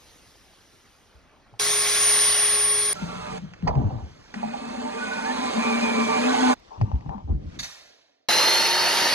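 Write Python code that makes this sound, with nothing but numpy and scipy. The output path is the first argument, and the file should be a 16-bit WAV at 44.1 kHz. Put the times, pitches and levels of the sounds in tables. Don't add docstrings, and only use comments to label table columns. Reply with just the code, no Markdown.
import sys
import numpy as np
from scipy import signal
from scipy.fft import rfft, irfft, next_fast_len
from scipy.io import wavfile
from scipy.ndimage import uniform_filter1d

SR = 44100
rng = np.random.default_rng(int(sys.argv[2]) if len(sys.argv) > 2 else 0)


def store_wav(level_fs):
    pcm = np.round(np.clip(np.atleast_2d(level_fs), -1, 1) * 32767)
    wavfile.write(sys.argv[1], SR, pcm.T.astype(np.int16))


N = 403074

DRILL_CUT_S, SCREW_CUT_S, SAW_CUT_S = 1.5962, 2.93, 8.2865

# pitch_hz, pole_width_hz (before any narrowing), level_db (relative)
BOARD_MODES = [(445.8, 32, -3.5), (602.6, 33, -3), (778.6, 45, 1), (899.6, 28, -2.5), (1018, 24, -6),
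               (1162, 28, -6)]


def gain_of(db):
    return 10 ** (np.asarray(db) / 20)


def evened(x):
    return x / np.sqrt(np.mean(x ** 2) + 1e-20)


def read(points, hz, axis=1):
    rows = np.array(points)
    return np.interp(np.log(hz + 1), np.log(rows[:, 0] + 1), rows[:, axis])


def played(rows):
    s, *columns = np.transpose(rows)
    t = np.arange(s[0], s[-1], 1 / SR)
    return s[0], *(np.interp(t, s, column) for column in columns)


def add(mix, start_s, sound):
    part = mix[round(start_s * SR):][:len(sound)]
    part += sound[:len(part)]


def drift(size, hz):
    noise = rng.standard_normal(size + SR)
    poles = [1, -2 * np.exp(-2 * np.pi * hz / SR), np.exp(-4 * np.pi * hz / SR)]
    return evened(signal.lfilter([1], poles, noise)[SR:])


def hiss(air, bright, patchy_db):
    frames, hz = len(bright) // 256 + 5, np.fft.rfftfreq(1024, 1 / SR)
    real, imaginary, patches = rng.standard_normal((frames, 513, 3)).T
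    patches = uniform_filter1d(patches, 10, axis=0)
    patches = evened(uniform_filter1d(patches, 10, axis=1))
    octaves = np.log2(np.maximum(hz, 1000) / 1000)[:, None]
    tilt = octaves * np.interp(np.arange(frames) * 256, np.arange(len(bright)), bright)
    shape = gain_of(read(air, hz))[:, None]
    level = shape * gain_of(tilt + patchy_db * patches) / np.sqrt(np.mean(shape ** 2))
    z = (real + 1j * imaginary) * level
    return 55 * signal.istft(z / 1024, nperseg=1024, noverlap=768)[1][:len(bright)]


def resonate(x, modes):
    out = np.zeros(len(x))
    for hz, width, db in modes:
        turn = np.exp(2j * np.pi * np.cumsum(hz * np.ones(len(x))) / SR)
        r = np.exp(-np.pi * width / SR)
        smooth = signal.lfilter([1], [1, -2 * r, r * r], x / turn)
        out += gain_of(db) * evened((turn * smooth).real)
    return out


def tone(hz, db, waver_db, rate_hz):
    level = np.sqrt(2) * gain_of(db + waver_db * drift(len(hz), rate_hz))
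    return level * np.sin(2 * np.pi * (np.cumsum(hz) / SR + rng.random()))


def dying(t60, seconds):
    t = np.arange(round(seconds * SR)) / SR
    return t, gain_of(-60 * t / max(t60, .005)) * np.minimum(t / 0.00093, 1)


def swells(rows, rise_db):
    t = np.arange(N) / SR
    return np.sqrt(sum(gain_of(db + np.minimum(rise_db * (t - s), -60 * (t - s) / t60)) ** 2
                       for s, db, t60 in rows))


def drill():
    # time_s, air_db, fan_whistle_db
    run = [(1.61, -26, -34), (1.81, -26, -23.5), (1.87, -25, -31), (2.1, -23.5, -19.5), (2.83, -28.5, -22),
           (2.925, -30.5, -25)]
    # multiple_of_shaft, level_db
    shaft_orders = [(1, -39), (2, -55), (3, -53), (4, -44.5), (8, -41), (12, -44.5), (15, -54), (22, -44.5)]
    # pitch_hz, level_db
    gear_tones = [(56, -57), (110, -57), (166, -58.5), (221, -58), (611, -54.5), (1101, -43), (2202, -51.5),
                  (4295, -52.5), (5396, -45), (5702, -49.5)]
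    # pitch_hz, relative_level_db (per Hz)
    air = [(150, -13.5), (300, -15.5), (600, -5), (1600, -2.5), (2200, 1), (2900, -5.5), (3600, 0.5),
           (4600, -0.5), (6000, 0), (7600, -1), (9200, 2.5), (11000, -11.5), (13000, -16.5), (15500, -18.5)]
    # pitch_hz, pole_width_hz, level_db (relative to the air curve)
    bit_rasp = [(1940, 480, -11.5), (2890, 720, -11.5), (5320, 350, -13.5)]
    shaft_hz, fan_blades = 415.95, 23
    bite_peak_s, bite_width_s = 0.74, 0.48
    start_bright, dulls_per_s = 1.1, 1.3

    _, db, fan_db = played(run)
    size = len(db)
    t = np.arange(size) / SR
    shaft = shaft_hz * (1 + 0.00031 * drift(size, 3.))
    hum = sum(tone(k * shaft, level, 1.4, 11.0) for k, level in shaft_orders)
    for hz, level in gear_tones:
        pitch = hz * shaft / shaft_hz * (1 + 0.0011 * drift(size, 25.))
        hum += tone(pitch, level, 1.6, 15.0)
    whistle = tone(fan_blades * shaft, fan_db, 1.0, 30.)
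    bite = np.exp(-((t - bite_peak_s) / bite_width_s) ** 2)
    rasp = bite * resonate(rng.standard_normal(size), bit_rasp)
    noise = hiss(air, start_bright - dulls_per_s * t, patchy_db=1.5)
    return gain_of(db) * (noise + rasp), hum + whistle


def screwing():
    # time_s, grinding_db, frame_boom_db, boom_hz, motor_turns_per_s
    squeezes = [
        [(2.935, -45.5, -48, 185, 100), (3.011, -41, -40, 181, 107), (3.379, -37.5, -39.5, 192, 95),
         (3.4, -54, -42, 179, 90), (3.442, -60, -34.5, 176.6, 87), (3.56, -74, -54.5, 180, 65)],
        [(4.34, -43, -33.5, 220.4, 102), (4.74, -38, -34, 235.4, 110), (4.88, -37.5, -36, 232.4, 114),
         (5.03, -34, -37, 238, 116), (5.39, -31, -31.5, 225.1, 138), (5.55, -29.5, -32, 221.5, 134),
         (5.66, -28.5, -24.5, 234.2, 134.5), (5.93, -28.5, -24.5, 232, 134.5), (6.04, -28.5, -26, 228.9, 124.5),
         (6.37, -26, -23.5, 256.6, 125), (6.53, -25, -24, 252.6, 123), (6.54, -32, -35, 252, 123)],
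    ]
    # pitch_hz, relative_level_db (per Hz)
    air = [(160, -35), (250, 1), (340, -12.5), (500, -5.5), (1000, -8), (1600, -9), (2400, -14),
           (3400, -15), (4600, -17.5), (6000, -21.5), (7600, -22.5), (9200, -29), (11000, -41.5),
           (13000, -52), (15500, -58)]
    # pitch_hz, pole_width_hz, level_db (relative)
    gearbox = [(2176, 190, -8), (3430, 150, -17.5), (4350, 160, -17.5), (6580, 420, -19),
               (8130, 300, -16.5)]
    # pitch_hz, pole_width_hz, level_db (relative)
    housing = [(623, 290, -4.5), (1184, 650, -6), (2190, 820, -12.5)]
    buzz, throb_depth = 0.41, 0.11
    boom_width_hz = 45.6
    lock_db, loose_wander, locked_wander = -29, 0.04995, 0.0071
    kick_filter = signal.butter(4, 400., "high", fs=SR, output="sos")

    for rows in squeezes:
        s, db, boom_db, boom_hz, turns_hz = played(rows)
        size = len(db)
        turns = np.cumsum(turns_hz * (1 + .006 * drift(size, 6.))) / SR
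        kicks = evened(signal.sosfilt(kick_filter, np.diff(np.floor(turns), prepend=0)))
        judder = (1 - buzz) * rng.standard_normal(size) + buzz * kicks
        judder = judder * gain_of(2.0 * drift(size, 40.))

        bright = 0.27 + 0.068 * (db + 30.5)
        throb = 1 + throb_depth * np.cos(2 * np.pi * turns)
        grind = gain_of(-2.5) * throb * hiss(air, bright, patchy_db=1.5)
        grind += gain_of(-7.5) * resonate(judder, gearbox)

        boards = np.zeros(size)
        for hz, width, level in BOARD_MODES:
            pitch = hz * (1 + 0.0082 * drift(size, 2.56))
            come_and_go = gain_of(2.25 * drift(size, 3.3))
            boards += come_and_go * resonate(judder, [(pitch, 0.58 * width, level)])
        growl = resonate(kicks * gain_of(2.4 * drift(size, 25.)), housing)

        locked = 1 / (1 + np.exp((lock_db - boom_db) / 1.325))
        boom_hz = boom_hz * (1 + loose_wander * (1 - locked) * drift(size, 3.515))
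        slips_hz = boom_hz * (1 + locked_wander * drift(size, 16.5))
        boom = resonate(judder, [(boom_hz, boom_width_hz, -2.5 - 4.7 * locked)])
        boom += tone(slips_hz, -11 + 9.4 * locked, 1.6, 10.0)

        body = gain_of(-4) * boards + gain_of(-7) * growl
        body_db = db + 0.23 * (boom_db + 30.0)
        yield s, gain_of(db) * grind, gain_of(body_db) * body + gain_of(boom_db) * boom


def whines():
    # start_s, hold_s, glide_s, pitch_hz (before the sag), end_pitch_hz, tone_level_db, unsteadiness (share of pitch)
    notes = [(2.95, .19, 0.2, 1385, 1250, -46.5, 0.022), (3.0, .25, .13, 2600, 2450, -53, 0.025),
             (4.36, .2, 0.278, 2500, 2610, -52.5, 0.0087), (4.4, .5, .15, 4330, 4300, -58.5, .012),
             (5.3, .2, .09, 3900, 3780, -47, 0.0196), (4.98, .26, 0.095, 1492, 1770, -36.5, 0.0073),
             (4.9, 0.623, 0.082, 2482, 2300, -45.5, 0.0057), (5.57, .38, 0.27, 2468, 2415, -37, 0.0028),
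             (5.56, 0.655, 0.085, 2335, 2540, -36, 0.004), (6.28, 0.2, 0.065, 1500, 1470, -36.5, 0.0069)]
    sag_per_s = .02
    glide_bend = 4.48
    for s, hold_s, glide_s, hz, end_hz, db, unsteady in notes:
        t = np.arange(0, hold_s + glide_s, 1 / SR)
        gone = 1 - np.clip(1 - (t - hold_s) / glide_s, 0, 1) ** glide_bend
        pitch = (1 - gone) * hz * (1 - sag_per_s * t) + gone * end_hz
        fuzz = resonate(rng.standard_normal(len(t)), [(pitch, 4.3 * unsteady * hz, db - 5.0)])
        whine = tone(pitch * (1 + unsteady * drift(len(t), 29.6)), db, 1.9, 21.0)
        yield s, (fuzz + whine) * signal.windows.tukey(len(t), .1)


def saw():
    # time_s, roar_db, fan_whistle_db
    run = [(8.295, -22.5, -25), (8.51, -23, -22.5), (8.7, -25, -27.5), (8.88, -25, -26.5),
           (8.93, -24.5, -32), (9.135, -24, -30)]
    # multiple_of_shaft, level_db
    orders = [(1, -41), (2.55, -36.5)]
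    # pitch_hz, pole_width_hz, level_db (relative)
    guard = [(890, 110, -0.5), (1248, 39, -8.5), (1916, 410, 0), (2860, 360, 0), (3730, 89, -5.5),
             (5035, 300, -2)]
    # pitch_hz, relative_level_db (per Hz)
    air = [(60, -21), (150, -11), (300, -5.5), (600, 2.5), (1000, -2.5), (1600, 0.5), (2400, -2),
           (3400, -2), (4600, 0), (6000, -3.5), (7600, -10.5), (9200, -10.5), (11000, -12), (13000, -20),
           (15500, -23.5)]
    fan_blades, bright = 12, 0.13
    start_hz, full_hz, spin_up_s = 4060, 4580, .52

    _, db, fan_db = played(run)
    t = np.arange(len(db)) / SR
    hz = full_hz + (start_hz - full_hz) * np.exp(-t / spin_up_s)
    roar = gain_of(1.5) * hiss(air, bright + 0 * db, patchy_db=1.5)
    roar += gain_of(-9) * resonate(rng.standard_normal(len(db)), guard)
    hum = sum(tone(k * hz / fan_blades, level, 1.8, 9.9) for k, level in orders)
    return gain_of(db) * roar, hum + tone(hz, fan_db, 1.0, 37.0)


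def knocks():
    # start_s, level_db, crack_db (relative to level_db), ring_t60_s
    blows = [(0.355, -54, -10.5, 0.025), (0.534, -50, -16, 0.027), (1.539, -42.5, -24, 0.046),
             (3.536, -40, -0.5, 0.025), (3.624, -38, -9, 0.063), (3.675, -17.5, -14, 0.049),
             (3.753, -23.5, -19.5, 0.069), (4.341, -32, -5, 0.047), (4.429, -15, -30, 0.097),
             (4.535, -17, -25, 0.11), (6.335, -16.5, -27, .12), (6.465, -17, -27, .12),
             (6.813, -14.5, -24, 0.031), (6.916, -20, -28, 0.029), (6.956, -40, -8.5, 0.045),
             (7.008, -40.5, -9.5, .05), (7.061, -35.5, -24, .05), (7.093, -27, -20, .06),
             (7.181, -31, -23, 0.057), (7.277, -39.5, -24, 0.054)]
    # pitch_hz, level_db (relative, before the random spread)
    ring_modes = [(615, -13), (715, -7), (808, -1), (955, -17)]
    spread_db = 3
    soften = signal.butter(4, 7000., fs=SR, output="sos")
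    for s, db, crack_db, t60 in blows:
        t, fall = dying(t60, 0.18)
        rattle_s = 0.0017 + 0.035 * gain_of(db + crack_db + 19.0)
        crack_modes = [(1940, 1570, 4.0), (4600, 1700, .5 * (db + crack_db) + 14.)]
        crack = resonate(rng.standard_normal(len(t)), crack_modes) * np.exp(-t / rattle_s)
        crack = signal.sosfilt(soften, crack)
        ring = sum(gain_of(level + spread_db * rng.standard_normal()) * np.sin(2 * np.pi * hz * t)
                   for hz, level in ring_modes)
        build_up = np.minimum(t / (3.1 * t60 ** 3), 1)
        yield s, gain_of(db) * (fall * build_up * ring + gain_of(crack_db) * crack)


def scrapes():
    # start_s, level_db, hold_s, t60_s, loudest_board_hz
    drags = [(3.664, -25, 0.037, 0.2, 870), (3.708, -34, 0.058, 0.43, 762), (3.79, -35, 0.035, 0.38, 815),
             (3.885, -38, 0.026, 0.22, 790), (3.947, -44, 0.047, 0.4, 797), (6.701, -42, 0.05, 0.3, 920),
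             (6.839, -45.5, .06, 1, 854), (7.096, -36.5, 0.043, 0.24, 893), (7.276, -45.5, 0.02, 0.26, 800)]
    rise_s = 0.015
    for s, db, hold_s, t60, hz in drags:
        t = np.arange(0, hold_s + t60, 1 / SR)
        grit = rng.standard_normal(len(t)) * gain_of(2.1 * drift(len(t), 45.))
        level = np.minimum(t / rise_s, 1) * gain_of(db - 60 * np.maximum(t - hold_s, 0) / t60)
        yield s, level * evened(resonate(grit, BOARD_MODES + [(hz, 230, 6.)]))


def clatter():
    # start_s, level_db (before the rise and decay)
    bursts = [(7.5905, -19), (7.627, -22.5), (7.6393, -26.5), (7.6545, -33)]
    # pitch_hz, pole_width_hz, level_db (relative)
    screw_modes = [(2100, 600, -5), (3830, 270, -2), (4350, 600, 1.5), (6020, 500, -1)]
    # pitch_hz, relative_level_db (per Hz)
    air = [(60, -71), (170, -48), (300, -11), (600, -4.5), (1600, -3), (3400, -2), (6000, 1), (9200, -12.5),
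           (13000, -21), (15500, -58)]
    # pitch_hz, t60_s
    walls = [(300, 2.56), (1000, 1.1), (4000, 1.1), (8000, 0.69)]

    rattle, ring, first_s = np.zeros(SR), np.zeros(SR), bursts[0][0]
    t, fall = dying(0.054, 0.12)
    for s, db in bursts:
        swell = gain_of(db) * fall * np.minimum(t / 0.016, 1)
        add(rattle, s - first_s, swell * gain_of(-1) * hiss(air, 0 * t, patchy_db=1.0))
        add(ring, s - first_s, swell * resonate(rng.standard_normal(len(t)), screw_modes))
    hz, t, z = signal.stft(rng.standard_normal(SR), SR, nperseg=256)
    tail = signal.istft(z * gain_of(-60 * t / read(walls, hz)[:, None]), SR, nperseg=256)[1]
    echo = signal.fftconvolve(rattle + 0.12 * ring, tail / np.linalg.norm(tail))[:SR]
    return first_s, rattle + ring + gain_of(0.5) * echo


def thumps():
    # start_s, peak_db, settled_pitch_hz
    hits = [(1.149, -47.5, 61.9), (1.525, -47, 108), (3.02, -24, 165), (3.435, -34, 150), (3.627, -21, 159),
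            (3.752, -22, 140), (3.779, -17, 117), (3.839, -17, 92), (3.925, -25, 112), (4.025, -29.5, 68),
            (6.813, -14, 100.5), (6.933, -15, 59.7), (7.146, -31.5, 191), (7.24, -28, 70), (7.294, -18, 67),
            (7.328, -19, 56.6), (7.449, -29, 68)]
    hold_s, t60 = 0.024, 0.1
    t = np.arange(0, .3, 1 / SR)
    fall = gain_of(-60 * np.maximum(t - hold_s, 0) / t60) * np.minimum(t / 0.0054, 1)
    sagging_t = t + 0.0044 * (1 - np.exp(-t / 0.011))
    for s, db, hz in hits:
        yield s, gain_of(db) * fall * np.sin(2 * np.pi * hz * sagging_t)


def handling():
    # peak_time_s, rumble_db, t60_s
    grips = [(3.04, -36.5, 1.4), (3.65, -24, 0.8), (3.78, -18, .45), (3.87, -24, 0.52), (4.03, -40, .5),
             (6.82, -29, 0.5), (6.95, -35, 0.7), (7.06, -35, 1.2), (7.3, -24, .5), (7.42, -34.5, 0.54),
             (7.55, -37.5, 0.3)]
    # pitch_hz, relative_level_db (per Hz)
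    spectrum = [(20, -12.5), (50, -0.5), (90, 1.5), (160, -2.5), (280, -11.5), (450, -19), (900, -38),
                (2000, -51), (5000, -66), (9000, -95)]
    lumps = gain_of(1.1 * drift(N, 23.0))
    rumble = evened(hiss(spectrum, np.zeros(N), patchy_db=3.0) * lumps)
    return 0, swells(grips, 540) * rumble


def room_tones():
    # time_s, level_db, brightness_db_per_octave
    frame_curve = [(0, -54, 0.9), (1.0, -56.5, -0.5), (1.3, -53.5, -4), (1.596, -54.5, -4.5)]
    # pitch_hz, relative_level_db (per Hz)
    frame_air = [(60, 1.5), (150, -7.5), (300, -7), (600, -10), (1600, -13), (3400, -14), (6000, -16),
                 (9200, -21.5), (14000, -31)]
    # time_s, level_db, brightness_db_per_octave
    worker_curve = [(2.93, -45.5, 6), (3.55, -50, 0), (4.1, -53.5, 3), (4.33, -51, 2.5), (6.75, -55, 2),
                    (7.38, -61, 0.5), (7.56, -48, 1.5), (7.74, -92, 8.5), (8.29, -110, 5.5)]
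    # pitch_hz, relative_level_db (per Hz)
    worker_air = [(60, 0), (150, -13), (300, -6.5), (600, -11.5), (1600, -17), (3400, -23), (6000, -28.5),
                  (9200, -48), (13000, -62.5)]
    for rows, air in ((frame_curve, frame_air), (worker_curve, worker_air)):
        s, db, bright = played(rows)
        yield s, gain_of(db) * hiss(air, bright, patchy_db=1.5)


def stereo(direct, diffuse, facing):
    size = next_fast_len(N + SR)
    hz = np.fft.rfftfreq(size, 1 / SR)
    same = np.clip(read(facing, hz), 0, 1)
    lead, balance_db = read(facing, hz, axis=2), read(facing, hz, axis=3)
    z = signal.stft(diffuse, nperseg=512, noverlap=256)[2]
    z = z * np.exp(2j * np.pi * rng.random(z.shape[::-1]).T)
    scattered = evened(signal.istft(z, nperseg=512, noverlap=256)[1]) * np.std(diffuse)
    near, wide = rfft(direct, size), rfft(diffuse, size)
    left = near + wide
    right = (near + wide * same) * np.exp(-1j * lead) + np.sqrt(1 - same ** 2) * rfft(scattered, size)
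    both = np.array([left * gain_of(balance_db / 2), right * gain_of(-balance_db / 2)])
    return irfft(both, size)[:, :N]


def stereo_by_facing(direct, diffuse):
    # pitch_hz, likeness (0-1), left_lead_rad, left_minus_right_db
    away = [(150.3, 1, 1, 0), (400.5, 0.93, 0.72, 0.5), (999, 0.61, -0.3, 0), (1585, 1, -0.74, -1.5),
            (2504, 0.8, 1.08, 0.9), (3400, 0.6, 0.84, -0.5), (4700, 0.6, 0.52, -2), (5560, 0.97, 0.5, 0.5),
            (6430, .9, 1.48, 1), (7030, 1, 3, -0.5), (8330, 1, 3, 0), (9480, 0.7, 5, 0),
            (10300, 0.98, 6.5, 0), (12200, 1, 6.5, 0), (13300, .9, 9, 0), (15500, .8, 9, 0)]
    # pitch_hz, likeness (0-1), left_lead_rad, left_minus_right_db
    selfie = [(60, 0.87, 1.1, 0.5), (240, 0.89, 0.86, 5), (580, 0.22, 2.5, -6.5), (938, 0.5, 4.56, -4.5),
              (1620, 0.89, 5.12, -2.5), (2510, 0.98, 4.29, -1.5), (4370, 0.38, 4.32, -3.5),
              (5400, 0.89, 3.15, -1.5), (7460, 0.71, 8.5, -4), (9400, 0.73, 7.8, 1), (10100, 1, 6.3, 0),
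              (16500, 1, 6.3, 0)]
    # pitch_hz, likeness (0-1), left_lead_rad, left_minus_right_db
    lifted = [(201, .8, -0.7, 1), (553, .6, -3, 5.5), (1000, .9, -2, 8.5), (2200, .5, -2, -2.5),
              (4000, .3, -2, -5)]
    lift_start_s, lift_end_s = 6.6, 7.56

    t = np.arange(N) / SR
    at_worker = (t > SCREW_CUT_S) & (t < SAW_CUT_S)
    in_hand = (t > lift_start_s) & (t < lift_end_s)
    near = np.zeros((2, N))
    for now, facing in ((at_worker & ~in_hand, selfie), (in_hand, lifted)):
        near += stereo(direct * now, diffuse * now, facing)
    far = stereo(direct * ~at_worker, diffuse * ~at_worker, away)
    return np.where(at_worker, near, far)


def scene():
    direct, diffuse, t = np.zeros(N), np.zeros(N), np.arange(N) / SR
    for s, grind, ringing in screwing():
        add(diffuse, s, grind)
        add(direct, s, ringing)
    for s, sound in [*whines(), *knocks(), *thumps()]:
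        add(direct, s, sound)
    for s, sound in [*scrapes(), clatter(), handling(), *room_tones()]:
        add(diffuse, s, sound)
    diffuse[t > SAW_CUT_S] = 0
    for cut_s, (air, tones) in ((DRILL_CUT_S, drill()), (SAW_CUT_S, saw())):
        add(diffuse, cut_s, np.pad(air, (0, 900), "reflect"))
        add(direct, cut_s, np.pad(tones, (0, 900), "reflect"))
    return stereo_by_facing(direct, diffuse)


def record(dry):
    bass_edge_hz, top_edge_hz = 32, 15620
    thin = signal.sosfilt(signal.butter(2, bass_edge_hz, "high", fs=SR, output="sos"), dry)
    low_pass = signal.firwin(511, top_edge_hz, window=("kaiser", 9), fs=SR)
    return signal.oaconvolve(thin, low_pass[None], "same")


dry = scene()
out = record(dry)
store_wav(out)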